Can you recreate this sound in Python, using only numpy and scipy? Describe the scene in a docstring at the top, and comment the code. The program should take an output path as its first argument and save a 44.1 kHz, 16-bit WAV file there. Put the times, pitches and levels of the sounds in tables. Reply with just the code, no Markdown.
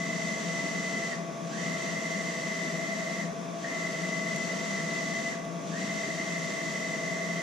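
"""The carriage of a wide-format inkjet printer sweeps along its rail, brakes, rests and sets off back.
Its drive gear whines with its speed, made of gliding tones and noise; belt and motor add tones.
Sliding parts hiss and rumble as filtered noise, and the workshop adds a tail of echoes.
Behind it, vacuum fans hum with wavering tones and blow with shaped noise without pause.
A few small ticks, short bursts of noise, sound nearby."""
import sys
import numpy as np
from scipy import signal
from scipy.fft import next_fast_len
from scipy.io import wavfile

SR = 44100
rng = np.random.default_rng(int(sys.argv[2]) if len(sys.argv) > 2 else 0)


def waveform_to_disk(signal):
    """Save audio, clipped to [-1, 1], as 16-bit WAV at the path in sys.argv[1]."""
    frames = np.transpose(np.atleast_2d(signal))
    scaled = np.clip(frames, -1, 1) * 32767
    samples = np.round(scaled).astype(np.int16)
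    wavfile.write(sys.argv[1], SR, samples)


N = 327247
TIME = np.arange(N) / SR
SIDES = np.array([[1], [-1]])  # left, right


def undb(db):
    """Turn decibels into a gain: every 20 dB is a factor of ten."""
    return 10 ** (np.asarray(db) / 20)


def read(points, hz):
    """Join (frequency, value) points by straight lines on a log-frequency axis."""
    at, value = np.transpose(points)
    return np.interp(np.log(hz + 1), np.log(at), value)


def walk(rate):
    """Wander smoothly between random values of spread 1, drawn rate times a second."""
    knots = rng.standard_normal(1024)
    coarse = TIME[::64]
    k = (coarse * rate).astype(int)
    blend = np.sin((coarse * rate - k) * np.pi / 2) ** 2
    here, following = knots[k % len(knots)], knots[(k + 1) % len(knots)]
    return np.interp(TIME, coarse, here * (1 - blend) + following * blend)


# how alike diffuse sound is on the left and right: (frequency [Hz], likeness [-1 to 1])
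LIKENESS = [(60, 0.5), (150, 0.9), (290, 0.8), (630, 0.37), (1200, 0), (2000, 0.16), (4000, 0.97),
            (6500, 0.18), (8500, -.2), (12500, 0.05)]
# the printer's bass comes from the left: (frequency [Hz], left minus right [dB])
BALANCE = [(60, 11), (180, 3.5), (370, 3), (680, 0), (1260, -0.5), (2300, -0.5), (4200, 1.5), (8000, 0.5)]


def noise(spectrum):
    """Complex stereo noise; its real part has the spectrum given as (frequency [Hz], level [dB per Hz])."""
    size = next_fast_len(N)
    hz = np.arange(size // 2) * SR / size
    mid, side = rng.standard_normal((2, len(hz))) + 1j * rng.standard_normal((2, len(hz)))
    like = np.clip(read(LIKENESS, hz), -1, 1)
    # the shared part makes the two sides alike, the opposed part makes them differ
    ears = mid * np.sqrt((1 + like) / 2) + SIDES * side * np.sqrt((1 - like) / 2)
    gain = undb(read(spectrum, hz) + SIDES * read(BALANCE, hz) / 2)
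    return np.fft.ifft(ears * gain, size)[:, :N] * np.sqrt(size * SR)


# as the carriage crosses the room's standing waves, its tones shift between left and right
SWAY_RAD, SWAY_DB, SWAY_RATE = .75, 2.5, 3  # spread [rad], spread [dB], shifts a second


def tones(table, clock, flutter_db, flutter_rate, drift_rad, moving=False):
    """Fluttering, drifting tones of turning parts; clock counts seconds of full-speed running."""
    out = np.zeros((2, N))
    for hz, db, pan_db, lead in table:
        phase = 2 * np.pi * (hz * clock + rng.random()) + drift_rad * walk(2.5)
        size = np.sqrt(2) * undb(db + flutter_db * walk(flutter_rate))
        left, right = undb(pan_db / 2), undb(-pan_db / 2)
        if moving:
            sway = undb(SWAY_DB / 2 * walk(SWAY_RATE))
            left, right = left * sway, right / sway
            lead = lead + SWAY_RAD * walk(SWAY_RATE)
        out[0] += size * left * np.sin(phase + lead / 2)
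        out[1] += size * right * np.sin(phase - lead / 2)
    return out


def room(x, wet_db, t60):
    """The workshop's many echoes form a tail, different left and right, that falls 60 dB in t60 seconds."""
    t = TIME[:SR]
    tail = rng.standard_normal((2, SR)) * np.exp(-np.log(1000) * t / t60) * (t > .006)
    tail /= np.sqrt(np.sum(tail ** 2, axis=1, keepdims=True))
    wet = undb(wet_db) * signal.fftconvolve(x, tail, axes=1)[:, :N]
    return (x + wet) / np.hypot(1, undb(wet_db))


def linger(level, t60):
    """The room's standing waves build a tone's level up gradually and let it die gradually."""
    keep = np.exp(-np.log(1000) / (t60 * SR))
    return signal.lfilter([1 - keep], [1, -keep], level)


CYCLE_S = 4.195  # once out and back
# outward, then return stroke: (full speed first reached [s], length of run-up [s], time at full speed [s])
STROKES = [(-0.485, .22, 1.587), (1.66, .3, 1.548)]


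def sweeps():
    """List every pass: (stroke, full speed reached [s], length of run-up [s], time at full speed [s])."""
    passes = []
    for stroke, (first, run_up, length) in enumerate(STROKES):
        for cruise in np.arange(first, TIME[-1], CYCLE_S):
            passes.append((stroke, cruise, run_up, length))
    return passes


def along_rail(curves):
    """Level in dB along each sweep, from one outward and one return curve timed from reaching full speed."""
    points = sorted((cruise + after, db) for stroke, cruise, _, _ in sweeps() for after, db in curves[stroke])
    return np.interp(TIME, *np.transpose(points))


def by_direction(table):
    """Choose each tone's level by which way the carriage is pulled."""
    first, run_up, _ = STROKES[0]
    outward = (TIME - first + run_up) % CYCLE_S < CYCLE_S / 2
    return [(hz, np.where(outward, out_db, back_db), pan_db, lead)
            for hz, out_db, back_db, pan_db, lead in table]


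# blade tones: (frequency [Hz], level before a small raise [dB], left minus right [dB], left lead [rad])
FAN_TONES = [(668.3, -46.1, 10, -.1), (1003.6, -58, -5, -2.5), (1061, -63, -5, 1.4),
             (1124.3, -52, -1, -1.2), (1179, -59.2, 2, -1.1), (2006, -69, 0, -.5)]
# a second, slightly faster fan: (frequency [Hz], relative level [dB], left minus right [dB], left lead [rad])
LOOSE_FAN = [(679.3, -50.5, -2, -.8), (764, -64.5, 0, -.4)]
# the passing carriage shades the second fan; outward, then return:
# (time after reaching full speed [s], level change [dB])
LOOSE_FAN_DB = [
    [(0, 2), (.5, -11), (.9, .5), (1.25, -.5), (1.55, 5)],
    [(-.1, .5), (.45, .5), (.95, -12), (1.2, 1.5), (1.55, 4)],
]
# shaft tones throbbing in the bass: (frequency [Hz], level [dB], left minus right [dB], left lead [rad])
DRONE = [(167.3, -51, 5, -.4), (171, -47.3, 5, -.4), (336, -58, 6, -.5)]
# air rushing through the fans and the platen: (frequency [Hz], level before a small raise [dB per Hz])
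FAN_AIR = [(30, -97), (105, -98), (140, -72.5), (170, -62.5), (200, -66.5), (280, -68.5), (380, -72.5),
           (540, -72.5), (570, -80), (600, -68.5), (630, -74), (780, -79.5), (1150, -81.5), (1350, -83.5),
           (1600, -84), (2400, -85.5), (2700, -89), (2980, -94), (3350, -87.5), (4300, -97), (6200, -86.5),
           (8200, -100), (10000, -102), (11300, -112), (12300, -110), (14000, -116)]


def fans():
    """Spinning blades give close tones that beat, over a throbbing shaft drone and rushing air."""
    hum = undb(1.0) * tones(FAN_TONES, TIME, flutter_db=1.0, flutter_rate=5, drift_rad=.6)
    second = tones(LOOSE_FAN, TIME, flutter_db=.8, flutter_rate=3, drift_rad=.6)
    second = undb(along_rail(LOOSE_FAN_DB)) * second
    drone = tones(DRONE, TIME, flutter_db=3.8, flutter_rate=11, drift_rad=1.5)
    air = noise(FAN_AIR).real * undb(0.17 * walk(7.8) + 2.5)
    return hum + second + drone + air


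# small ticks: (time [s], level before halving and filtering [dB])
TICKS = [(4.3622, -22), (5.4505, -34), (5.6197, -38)]


def ticks(decay_s, low_hz):
    """Light, dry plastic ticks: bright bursts of noise that die within milliseconds."""
    out = np.zeros((2, N))
    t = TIME[:SR // 20]
    for s, db in TICKS:
        start = int(s * SR)
        burst = rng.standard_normal((2, len(t))) * np.exp(-t / decay_s)
        out[:, start:start + len(t)] += undb(db) * burst / 2
    band = signal.butter(2, [low_hz, 8500], "bandpass", fs=SR, output="sos")
    return signal.sosfilt(band, out)


BRAKE_S = .112  # from full speed to rest


def carriage_speed():
    """Share of full speed: the servo eases into each sweep and brakes hard at its end."""
    speed = np.zeros(N)
    for _, cruise, run_up, length in sweeps():
        short = np.maximum((cruise - TIME) / run_up, (TIME - cruise - length) / BRAKE_S)
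        speed += 1 - np.clip(short, 0, 1) ** 2
    return speed


RUMBLE_TOP_HZ = 402
# belt and bearings ringing the housing panels: (frequency [Hz], relative level [dB per Hz])
RAIL = [(110, -99), (145, -69), (175, -59), (215, -61), (300, -79), (580, -76), (800, -82.5), (1450, -82),
        (2450, -83.5), (2620, -78.5), (2850, -82), (3200, -79), (3380, -84), (3600, -79), (3900, -83.5),
        (4060, -81.5), (4250, -85), (4600, -79.5), (4950, -83.5), (5400, -82), (5700, -78), (6100, -77.5),
        (7600, -82.5), (9000, -93), (10300, -101), (11300, -108), (12300, -106), (14500, -116)]
# hiss, outward then return: (time after reaching full speed [s], relative level [dB])
HISS_DB = [
    [(-.1, -3), (.2, -0.5), (1, 1), (1.6, 0.5)],
    [(0, 0.69), (.9, 0.045), (1.55, -1.8)],
]
# rumble, outward then return: (time after reaching full speed [s], relative level [dB])
RUMBLE_DB = [
    [(0, -12), (.2, -6), (.4, 2.5), (1.6, 1.5)],
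    [(0, 3), (.25, -3), (1.55, -1)],
]


def rolling(speed):
    """Sliding parts hiss into the room and the frame rumbles from the first movement."""
    rush = noise(RAIL).real
    rumble = signal.sosfiltfilt(signal.butter(2, RUMBLE_TOP_HZ, fs=SR, output="sos"), rush)
    flicker_db = .6 * walk(25)
    hiss = (rush - rumble) * undb(along_rail(HISS_DB) + flicker_db - 0.14) * speed ** 2.0
    return room(hiss, wet_db=-5.5, t60=0.38) + rumble * undb(along_rail(RUMBLE_DB) - 1.7) * speed ** 1.5


# hum of the carriage motor: (frequency at full speed [Hz], relative level [dB],
# left minus right [dB], left lead [rad])
MOTOR = [(646, -45.2, 4, -.6)]
# motor, outward then return: (time after reaching full speed [s], level change [dB])
MOTOR_DB = [
    [(0, 1.5), (.25, 2.5), (.6, 1.5), (.9, -7.5), (1.25, -2), (1.6, -15.5)],
    [(0, -1), (.35, -2), (.7, -1), (1.35, 3.5), (1.55, -8)],
]
# belt and pulley tones: (frequency [Hz], level going out [dB], level coming back [dB],
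# left minus right [dB], left lead [rad])
DRIVE = [(204, -51, -58, 3, -.3), (402.3, -56.5, -55, 1, -.6), (453, -60, -63, 2, -.4),
         (501, -56.5, -57.5, 2, -.3), (702, -63, -67, 2, -.4), (1342.2, -56.3, -58.3, -5, -1),
         (4592, -70, -70, 1, -.2)]


def motor_and_belt(speed, clock):
    """Motor hum follows the speed and belt tones hold their pitch; both build up and linger in the room."""
    motor_level = linger(undb(along_rail(MOTOR_DB)) * speed ** 8, t60=.45)
    motor = motor_level * tones(MOTOR, clock, flutter_db=.5, flutter_rate=5, drift_rad=.25)
    belt = tones(by_direction(DRIVE), TIME, flutter_db=2.5, flutter_rate=5, drift_rad=.38)
    return motor + linger(speed ** 16, t60=.3) * belt


def gliding(spectrum, clock):
    """Noise around the gear's main tone, shifted so that it rises and falls with that tone."""
    return np.real(noise(spectrum) * np.exp(2j * np.pi * GEAR[0][0] * (clock - TIME)))


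STRAIN_DB = -3.5  # gliding gear tones against the steady ones, before the torque and speed act
# teeth rattling under torque: (frequency at full speed [Hz], relative level [dB per Hz])
RATTLE = [(1500, -100), (1750, -72), (1900, -66), (2060, -62.5), (2190, -69), (2350, -98)]
# strained gear, outward then return: (time after reaching full speed [s], level change [dB])
RATTLE_DB = [
    [(-.095, -24), (-.068, 2), (-.04, -.5), (0, 3), (1.57, -4), (1.61, 3.5), (1.63, -1), (1.655, -13)],
    [(-.165, -14), (-.128, 2), (-.09, -1.5), (-.04, 1), (1.53, -3), (1.565, 0), (1.6, -13)],
]
# resonances of the housing: (frequency [Hz], width [Hz], level [dB])
HOUSING = [(1580, 130, -2), (1786, 160, 2), (1873, 94, 6), (2100, 98, 4)]


def gear_rattle(speed, clock):
    """While speeding up or braking the gear tone glides and rattles through the housing's resonances."""
    torque = np.tanh(np.abs(np.gradient(speed)) * SR / 1.2)
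    glide = undb(STRAIN_DB) * tones(GEAR, clock, flutter_db=1.5, flutter_rate=40, drift_rad=.3)
    teeth = (glide + gliding(RATTLE, clock)) * undb(along_rail(RATTLE_DB)) * torque * speed ** 2
    rung = np.zeros((2, N))
    for k, (hz, width, db) in enumerate(HOUSING):
        resonance = signal.lfilter(*signal.iirpeak(hz, hz / width, fs=SR), teeth)
        rung += (-1) ** k * undb(db) * resonance  # neighbours have opposite sign
    return room(rung, wet_db=-6, t60=.55)


def afterglow(level, speed, t60):
    """The room holds a thin trace of the full-speed gear tone after the gear has left that pitch."""
    on_pitch = speed ** 40
    held = undb(-11.5) * linger(level * on_pitch, t60)
    trace = tones(GEAR[:1], TIME, flutter_db=2.5, flutter_rate=22, drift_rad=.6, moving=True)
    return held * (1 - on_pitch) * trace


# main tone of the meshing gear teeth, then its strongest sideband:
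# (frequency at full speed [Hz], relative level [dB], left minus right [dB], left lead [rad])
GEAR = [(2013.3, -41, 0, -0.2), (2056.4, -44.8, -2, -0.6)]
# main tone along the rail, outward then return: (time after reaching full speed [s], level change [dB])
MESH_DB = [
    [(-.085, -22), (-.06, -2), (.1, -1), (.4, 1.5), (.7, -.5), (.82, 1.5), (.92, -7), (1.05, 4.5),
     (1.16, -1), (1.27, 2), (1.33, 1), (1.42, 4), (1.61, 3.5), (1.63, -10)],
    [(-.15, -3), (-.115, 1), (-.075, -7), (0, -6), (.57, -7), (.7, -1), (.9, -.5), (1.25, -3), (1.35, -7),
     (1.575, -3), (1.6, -12)],
]
# strongest sideband, outward then return: (time after reaching full speed [s], level change [dB])
SIDEBAND_DB = [
    [(-.085, -22), (-.05, -4), (.1, 2), (.4, -.5), (1.1, 0), (1.45, -4.5), (1.62, -5)],
    [(-.12, -6), (0, -1), (.3, -2), (.47, 6), (.62, -3), (.8, -4), (1.2, 0), (1.43, 2), (1.58, 0)],
]
# weaker sidebands, whole shaft turns apart: (frequency at full speed [Hz], relative level going out [dB],
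# relative level coming back [dB], left minus right [dB], left lead [rad])
SIDEBANDS = [(1733.5, -63.5, -63.5, -2, -.2), (1776, -62, -68, 0, -.4), (1789.4, -68, -61, 0, -.8),
             (1927.3, -67, -57, -3, -.8), (1957.3, -64, -58, -1, 0), (1970.3, -51.5, -50.5, -3, .8),
             (1981, -57, -58, 2, -.5), (1991.8, -50, -54, 1, -.6), (2002.6, -53, -53, -2, -.7),
             (2024, -52, -60, 0, -.5), (2035, -59, -56, 0, -.4), (2069.2, -54, -47.5, 0, -.7),
             (2099.4, -61, -62, 0, 0)]
# skirt of noise from uneven tooth contact: (frequency at full speed [Hz], relative level [dB per Hz])
CHATTER = [(1550, -102), (1720, -77), (1900, -68.5), (1975, -66.5), (2015, -63), (2075, -65), (2130, -71),
           (2230, -90), (2500, -105)]
# skirt and weaker sidebands, outward then return: (time after reaching full speed [s], level change [dB])
CHATTER_DB = [
    [(0, 0), (.5, -1), (1.4, -0.92), (1.6, -0.8)],
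    [(0, 0), (1.55, 0)],
]


def drive_whine(speed, clock):
    """At even speed meshing teeth make a firm tone; sidebands beat against it into a fine waver."""
    settled = speed ** 20  # nearly silent unless close to full speed
    mesh_level, uneven = undb(along_rail(MESH_DB)), undb(along_rail(CHATTER_DB))
    mesh = mesh_level * tones(GEAR[:1], clock, flutter_db=1.1, flutter_rate=10, drift_rad=.4, moving=True)
    upper = tones(GEAR[1:], clock, flutter_db=.8, flutter_rate=6, drift_rad=.25, moving=True)
    upper = undb(along_rail(SIDEBAND_DB)) * upper
    weak = uneven * tones(by_direction(SIDEBANDS), clock, flutter_db=1.6, flutter_rate=4, drift_rad=.35)
    chatter = uneven * gliding(CHATTER, clock)
    whine = room((mesh + upper + weak) * settled, wet_db=-17, t60=.8)
    return whine + afterglow(mesh_level, speed, t60=1.3) + room(chatter * settled, wet_db=-3, t60=.5)


def carriage():
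    """One speed and the place on the rail drive the whine, hum and rolling noise."""
    speed = carriage_speed()
    clock = np.cumsum(speed) / SR  # seconds of full-speed running
    gear = drive_whine(speed, clock) + gear_rattle(speed, clock)
    return gear + motor_and_belt(speed, clock) + rolling(speed)


def scene():
    """Fans, ticks and carriage sound together."""
    return fans() + ticks(decay_s=.0016, low_hz=2500) + carriage()


TOP_HZ = 14600


def record(dry):
    """A steep low-pass filter removes the treble above TOP_HZ."""
    return signal.sosfilt(signal.ellip(10, .2, 80, TOP_HZ, fs=SR, output="sos"), dry)


dry = scene()
out = record(dry)
waveform_to_disk(out)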